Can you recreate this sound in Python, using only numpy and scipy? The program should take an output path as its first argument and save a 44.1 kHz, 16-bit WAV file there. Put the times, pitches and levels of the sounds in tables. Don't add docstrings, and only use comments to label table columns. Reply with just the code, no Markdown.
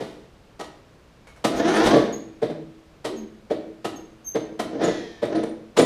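import sys
import numpy as np
from scipy import signal
from scipy.fft import rfft, irfft, next_fast_len
from scipy.io import wavfile
from scipy.ndimage import uniform_filter1d

SR = 44100
rng = np.random.default_rng(int(sys.argv[2]) if len(sys.argv) > 2 else 0)


def store_pcm(level_fs):
    pcm = np.round(np.clip(level_fs, -1, 1) * 32767).astype(np.int16)
    wavfile.write(sys.argv[1], SR, np.atleast_2d(pcm).T)


N = 257984
T = np.arange(N) / SR
BINS = np.linspace(0, SR / 2, next_fast_len(N, True) + 1)

# mode_hz, relative level_db, t60_s
BLOCK = [(457, 1, 0.053), (576.4, 0, 0.046), (621.4, -1, 0.048)]
# mode_hz, relative level_db, t60_s
FRAME = [(131.2, -21.5, 0.19), (170.4, -23.5, 0.35), (220.3, -22.5, 1), (306.6, -10, 0.29),
         (322.8, -13, 0.82), (385.5, -7.5, 0.18), (457.5, -8.5, 0.13), (560, -7, 0.14), (561.8, -1, 0.096),
         (634, -2.5, 0.048), (698.8, -7, 0.11), (772, -6, 0.065), (910, -50, .12), (1018, -23.5, 0.16),
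         (1277, -12, 0.092), (1904, -11.5, 0.056)]
# frequency_hz, relative level_db
CLASH = [(59, -77.5), (100, -13.5), (231, 0), (594, 1.5), (867, -3.5), (1090, -8), (1190, -8),
         (1590, -14.5), (1920, -11), (2520, -18), (3110, -13), (8340, -25.5), (9860, -27.5), (15000, -44)]
# start_s, run_up_s, start_mesh_hz, top_mesh_hz, rumble_db,
# rumble_swell_db over the run-up, grind_db, grind_rise_db_per_octave, whine_db, fade_db_per_s
STROKES = [(1.48, 0.48, 192.2, 574.8, -16, 11, -22, 22, -19.5, 182),
           (4.64, .215, 169.4, 351, -20.5, 24, -14, 57, -24.5, 250),
           (5.27, .1, 169.7, 340.9, -22, 19, -25.5, 34.5, -29, 173),
           (5.795, 0.012, 321, 335.5, -14, 9, -28, 40, -35, 280)]


def amp(db):
    return 10 ** (np.asarray(db) / 20)


def unit(x):
    return x / np.sqrt(np.mean(x ** 2) + 1e-18)


def noise():
    return rng.standard_normal(N)


def walk(hz):
    knots = rng.standard_normal(N)
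    return unit(np.interp(T * hz, np.arange(N), knots))


def fade(start, end, edge):
    return np.clip(1 + np.minimum(T - start, end - T) / edge, 0, 1)


def burst(start, decay, rise):
    age = np.maximum(T - start, 0)
    return np.minimum(age / rise, 1) * np.exp(-np.maximum(age - rise, 0) / decay)


def swell(centre, half):
    return np.exp(-((T - centre) / half) ** 2 / 2)


def on_log_axis(hz, points):
    f, value = np.transpose(points)
    return np.interp(np.log(np.maximum(hz, 1)), np.log(f), value)


def causal(x, gain):
    size = 2 * (len(gain) - 1)
    cepstrum = irfft(np.log(gain), size)
    cepstrum[1:size // 2] *= 2
    cepstrum[size // 2 + 1:] = 0
    response = np.exp(rfft(cepstrum))
    return irfft(rfft(x, size) * response, size)[:N]


def colour(x, points):
    return causal(x, unit(amp(on_log_axis(BINS, points))))


def resonance(at_hz, peaks):
    return np.sqrt(sum(amp(db) ** 2 / (1 + (2 * (at_hz - hz) / width) ** 2) for hz, width, db in peaks))


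def ringing(force, modes, corner_hz, tilt_db, build):
    t = T[:SR // 2]
    ring = 0
    for k, (hz, db, t60) in enumerate(modes):
        octaves = np.log2(hz / BLOCK[0][0])
        gain = amp(db + tilt_db * octaves) / np.hypot(1, (hz / corner_hz) ** 2)
        mode = gain * np.sin(2 * np.pi * hz * t) * np.exp(-np.log(1000) * t / t60)
        ring = ring + (-1) ** k * mode
    return signal.fftconvolve(force, ring * (1 - np.exp(-t / build)))[:N]


def blows(table, spectrum, corner_hz, tilt_db, build, rise, grain_db, block_db):
    force, chatter = np.zeros(N), np.zeros(N)
    for s, ring_db, chatter_db, decay in table:
        force[int(s * SR)] += amp(ring_db)
        chatter += amp(chatter_db) * burst(s - rise / 2, decay, rise)
    contacts = unit(noise() * amp(grain_db * walk(900)))
    knock = amp(block_db) * ringing(force, BLOCK, corner_hz, 0, build=0.013)
    frame = ringing(force, FRAME, corner_hz, tilt_db, build)
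    return knock + frame + colour(chatter * contacts, spectrum)


def slack_clunks():
    # time_s, frame_ring_db, rattle_db, rattle_decay_s
    clunk_rows = [(.003, -46, -25, 0.033), (.603, -35, -36, 0.022), (1.932, -16.5, -16, 0.014),
                  (1.960, -14, -18.5, 0.081), (2.423, -17.5, -20, 0.025), (2.497, -28, -30.5, 0.024),
                  (3.506, -18, -20, 0.019), (4.352, -18, -17.5, 0.0098), (4.365, -36, -27, 0.0072),
                  (4.812, -23.5, -22.5, 0.062), (4.878, -20, -24, 0.025), (5.225, -19.5, -19, 0.029),
                  (5.388, -25, -29, 0.006), (5.434, -26.5, -21, 0.0027), (5.783, -14, -8.5, 0.02)]
    # frequency_hz, relative level_db
    rattle_points = [(50, -57), (120, -4.5), (300, 2), (480, 5), (620, -4.5), (800, -8), (1200, -20),
                     (1950, -16.5), (2700, -27), (3500, -21), (6600, -36.5), (11000, -44), (15000, -61)]
    return blows(clunk_rows, rattle_points, corner_hz=905, tilt_db=0.5, build=0.0021, rise=0.016,
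                 grain_db=0, block_db=16.5)


def pinion_clanks():
    # time_s, frame_ring_db, steel_clash_db, clash_decay_s
    engage_rows = [(.004, -35, -37.5, 0.091), (.596, -27, -28.5, 0.0017), (.607, -31, -26, 0.0078),
                   (.641, -36, -33, 0.0047), (1.445, -12.5, -12, 0.012), (3.048, -22, -21.5, 0.019),
                   (3.848, -20, -21, 0.015), (4.595, -22, -20, 0.016), (5.770, -29, -13, 0.009),
                   (5.794, -42, -14, 0.011)]
    return blows(engage_rows, CLASH, corner_hz=3000, tilt_db=3.0, build=0.0053, rise=0.01,
                 grain_db=0.5, block_db=-25)


def outdoor_air():
    # frequency_hz, relative level_db
    air_points = [(12, -29), (20, -8), (59, -5), (84, -9.5), (118, -6), (211, -12), (571, -14), (841, -21),
                  (1210, -22), (1830, -26), (2340, -27), (5530, -35), (15000, -51)]
    level_db = -52 + 0.14 * walk(1.9)
    return unit(colour(noise(), air_points)) * amp(level_db)


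def ticks():
    # time_s, level_db, decay_s
    tick_rows = [(1.270, -47, 0.034), (1.362, -51.5, 0.037), (5.253, -36.5, 0.0059), (5.434, -40, 0.0062)]
    # frequency_hz, relative level_db
    tick_points = [(200, -4), (700, 7), (1500, 1.5), (2200, 0), (3000, -6.5), (10000, -15.5), (15000, -32)]
    envelope = sum(amp(db) * burst(s, decay, rise=0.0013) for s, db, decay in tick_rows)
    return colour(noise() * envelope, tick_points)


def glides(table, sag, wander, octave_db):
    out = np.zeros(N)
    for s, length, hz, db, waver in table:
        on = (T >= s) & (T < s + length)
        progress = (T[on] - s) / length
        pitch = hz * (1 + sag * (.5 - progress)) * (1 + waver * wander[on])
        phase = 2 * np.pi * np.cumsum(pitch) / SR
        envelope = np.sqrt(np.abs(np.sin(np.pi * progress)))
        out[on] += amp(db) * envelope * (np.sin(phase) + amp(octave_db) * np.sin(2 * phase))
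    return out


def squeaks():
    # start_s, length_s, pitch_hz, level_db, pitch_waver_share
    squeak_rows = [(1.272, .06, 2215, -57, 0.0093), (1.56, .051, 6430, -43, 0.049),
                   (1.748, 0.022, 9280, -41.5, 0.009), (2.125, 0.031, 6605, -37, 0.014),
                   (3.162, 0.042, 6490, -49, 0.013), (3.958, 0.026, 6440, -45.5, .008),
                   (4.244, 0.031, 6340, -44, 0.0029), (4.263, .037, 6320, -30, 0.0032),
                   (4.838, 0.028, 6840, -35, 0.016), (5.35, 0.022, 3990, -43.5, 0.126),
                   (5.35, .035, 9500, -55.5, 0.02), (5.49, 0.016, 9200, -57, .02),
                   (5.781, 0.011, 6980, -25.5, 0.0067), (5.81, 0.024, 9200, -36, .009)]
    # frequency_hz, relative level_db
    treble_points = [(13000, 26), (14200, -26)]
    whistles = glides(squeak_rows, sag=0.03, wander=walk(1200), octave_db=-15.5)
    return colour(whistles, treble_points)


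def mesh_rate():
    slowing_hz_per_s = 200
    hz = np.full(N, 1. * STROKES[0][2])
    for s, run_up, start_hz, top_hz, *_ in STROKES:
        spent = np.maximum(T - s - run_up, 0)
        speed = np.interp(T, [s, s + run_up], [start_hz, top_hz]) - slowing_hz_per_s * spent
        hz = np.where(T >= s, np.maximum(speed, start_hz), hz)
    return hz


def rotor_rub(turns):
    track = signal.resample(rng.standard_normal(size=256), num=4096)
    return unit(np.interp(turns % 1, np.linspace(0, 1, len(track)), track))


def mesh_force(teeth):
    size = amp(1.0 * noise()[teeth.astype(int)])
    knocks = unit(np.diff(np.floor(teeth), prepend=0) * size)
    sliding = unit(noise() * size * np.exp(-(teeth % 1) / 0.42))
    growl = rotor_rub(teeth / 4)
    judder = amp(3.5 * walk(70))
    return unit(judder * (sliding + amp(-6) * (knocks - knocks.mean()) + amp(2) * growl))


def tooth_scrape(force):
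    # centre_s, half_length_s, level_db
    scrape_rows = [(1.481, .008, -28), (1.703, 0.027, -40), (1.77, 0.024, -37.5), (1.855, .016, -38),
                   (1.968, 0.0088, -41.5), (4.851, 0.011, -39), (5.438, 0.0032, -39.5),
                   (5.793, 0.0054, -24)]
    # frequency_hz, relative level_db
    scrape_points = [(4000, -14), (7000, 6), (9800, 7), (12000, -7), (15000, -10)]
    trim_db = -8.5
    envelope = sum(amp(db) * swell(s, half) for s, half, db in scrape_rows)
    return unit(colour(force, scrape_points)) * envelope * amp(trim_db)


def cranking():
    # frequency_hz, relative level_db
    rumble_points = [(53, -40), (90, -29.5), (286, 0), (318, -1.5), (515, -1.5), (567, -14), (687, -1),
                     (742, -16.5), (900, -34.5), (1170, -24.5), (1980, -120)]
    grind_points = [(450, -30), (780, -1.5), (1050, -3.5), (1400, -1), (1800, -2), (2600, -11), (3400, -8),
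                    (4400, -12.5), (6300, -12.5), (7500, -34), (11000, -74)]
    # centre_hz, width_hz, relative level_db
    housing_peaks = [(684, 10, 10), (806, 23, 6.5), (893, 20, 6), (1001, 19, 3.5), (1056, 28, 2),
                     (1200, 20, -24), (1312, 20, -2), (1440, 21, 3.5), (1552, 27, -4.5), (1790, 22, 1),
                     (1787, 19, 4), (1936, 38, -6), (1950, 50, -16)]
    # centre_hz, width_hz, level_db
    whine_peaks = [(337, 52, -2.5), (554, 64, -3)]
    hardest_grind_hz, ease_db_per_octave = 409, 13

    speed = mesh_rate()
    teeth = np.cumsum(speed * (1 + .007 * walk(120))) / SR
    force = mesh_force(teeth)

    frame = unit(ringing(force, FRAME, corner_hz=972, tilt_db=-0.5, build=0.021))
    rumble = unit(unit(colour(force, rumble_points)) + amp(-3) * frame)

    housing = unit(causal(force, resonance(BINS, housing_peaks)))
    grind = unit(unit(colour(force, grind_points)) + amp(-2) * housing)
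    octaves = np.log2(speed / hardest_grind_hz)
    grind = grind * amp(-ease_db_per_octave * np.maximum(octaves, 0))

    tones = np.sin(2 * np.pi * teeth) + amp(-7) * np.sin(4 * np.pi * teeth)
    whine = resonance(speed, whine_peaks) * tones

    out = tooth_scrape(force)
    for s, run_up, _, _, rumble_db, swell_db, grind_db, grind_rise_db, whine_db, fade_db in STROKES:
        effort = np.clip((T - s) / run_up, 0, 1)
        spent = np.maximum(T - s - run_up, 0)
        envelope = fade(s, T[-1], edge=0.019) * amp(-fade_db * spent)
        stroke = rumble * amp(rumble_db - swell_db * (1 - effort))
        stroke = stroke + whine * amp(whine_db)
        stroke = stroke + grind * amp(grind_db + grind_rise_db * np.minimum(octaves, 0))
        out = out + envelope * stroke
    return out


def puffs():
    # centre_s, half_length_s, thump_db, hiss_db
    puff_rows = [(1.574, 0.017, -36, -32), (1.869, 0.016, -34.5, -19), (1.99, 0.019, -43, -47),
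                 (5.801, 0.017, -45, -28)]
    # frequency_hz, relative level_db
    thump_points = [(20, -17), (40, 7), (100, 4), (170, -3), (400, -37)]
    thump, hiss = colour(noise(), thump_points), colour(noise(), CLASH)
    return sum(swell(s, half) * (amp(thump_db) * thump + amp(hiss_db) * hiss)
               for s, half, thump_db, hiss_db in puff_rows)


def stalls():
    # start_s, length_s, pitch_hz, level_db, pitch_waver_share
    stall_rows = [(2.48, 0.093, 160, -34, 0.039), (3.08, 0.091, 368, -29, .14),
                  (3.14, 0.13, 218.7, -35.5, 0.022), (3.88, 0.099, 280.8, -37.5, 0.244),
                  (4.62, 0.092, 287.4, -37, 0.28)]
    return glides(stall_rows, sag=0.12, wander=walk(300), octave_db=-17.5)


def coasting():
    # frequency_hz, relative level_db
    whirr_points = [(700, -4), (1000, -5.5), (1450, -20), (1750, 3.5), (2150, -5), (2800, -15), (3200, -3),
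                    (4000, -10), (6800, -14), (7600, -23), (8600, -32), (10700, -27), (12000, -40),
                    (15000, -61)]
    start_s, attack_s, hold_s, length_s = 4.835, 0.017, 0.043, .38
    turns_hz, sag_hz_per_s = 113.3, 43
    level_db, fade_db_per_s = -38, 58

    age = np.clip(T - start_s, 0, length_s)
    speed = (turns_hz - sag_hz_per_s * age) * (1 + 0.0016 * walk(40))
    turns = np.cumsum(speed) / SR
    brushes = amp(-14) * noise()
    whirr = unit(colour(rotor_rub(turns) + brushes, whirr_points))
    db = level_db - fade_db_per_s * np.maximum(age - attack_s - hold_s, 0)
    gate = fade(start_s, start_s + length_s, edge=.02)
    return whirr * amp(db) * np.minimum(age / attack_s, 1) * gate


def garage(x):
    # frequency_hz, t60_s
    decay_points = [(100, 0.5), (300, 0.64), (700, 0.39), (2000, 0.51), (6000, 0.41), (13000, 0.18)]
    wet_db, gap_s, even = -2.0, 0.01, 0.36

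    t = T[:SR]
    wash = rfft(rng.standard_normal(len(t)))
    hz = np.fft.rfftfreq(len(t), 1 / SR)
    octave = np.log2(np.clip(hz, 62.5, 16000) / 1000)
    echo = 0
    for k in range(-4, 5):
        t60 = on_log_axis(1000 * 2. ** k, decay_points)
        envelope = np.exp(-np.log(1000) * t / t60) * np.clip(t / gap_s - .5, 0, 1)
        band = irfft(wash * np.maximum(1 - np.abs(octave - k), 0), len(t))
        echo = echo + band * envelope / np.linalg.norm(envelope)
    response = signal.unit_impulse(len(t)) + amp(wet_db) * echo
    power = np.abs(rfft(response, 2 * (len(BINS) - 1))) ** 2
    ripple = uniform_filter1d(power, size=90) / uniform_filter1d(power, size=5000)
    return causal(signal.fftconvolve(x, response)[:N], ripple ** (-even / 2))


def scene():
    hits = amp(-2.5) * (slack_clunks() + pinion_clanks())
    mower = hits + ticks() + squeaks() + cranking() + puffs() + stalls() + coasting()
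    return (garage(mower) + outdoor_air())[None]


def record(dry):
    top_hz = 15250
    low_pass = signal.ellip(10, .2, 80, top_hz, fs=SR, output="sos")
    return signal.sosfilt(low_pass, np.clip(dry, -1, 1))


dry = scene()
out = record(dry)
store_pcm(out)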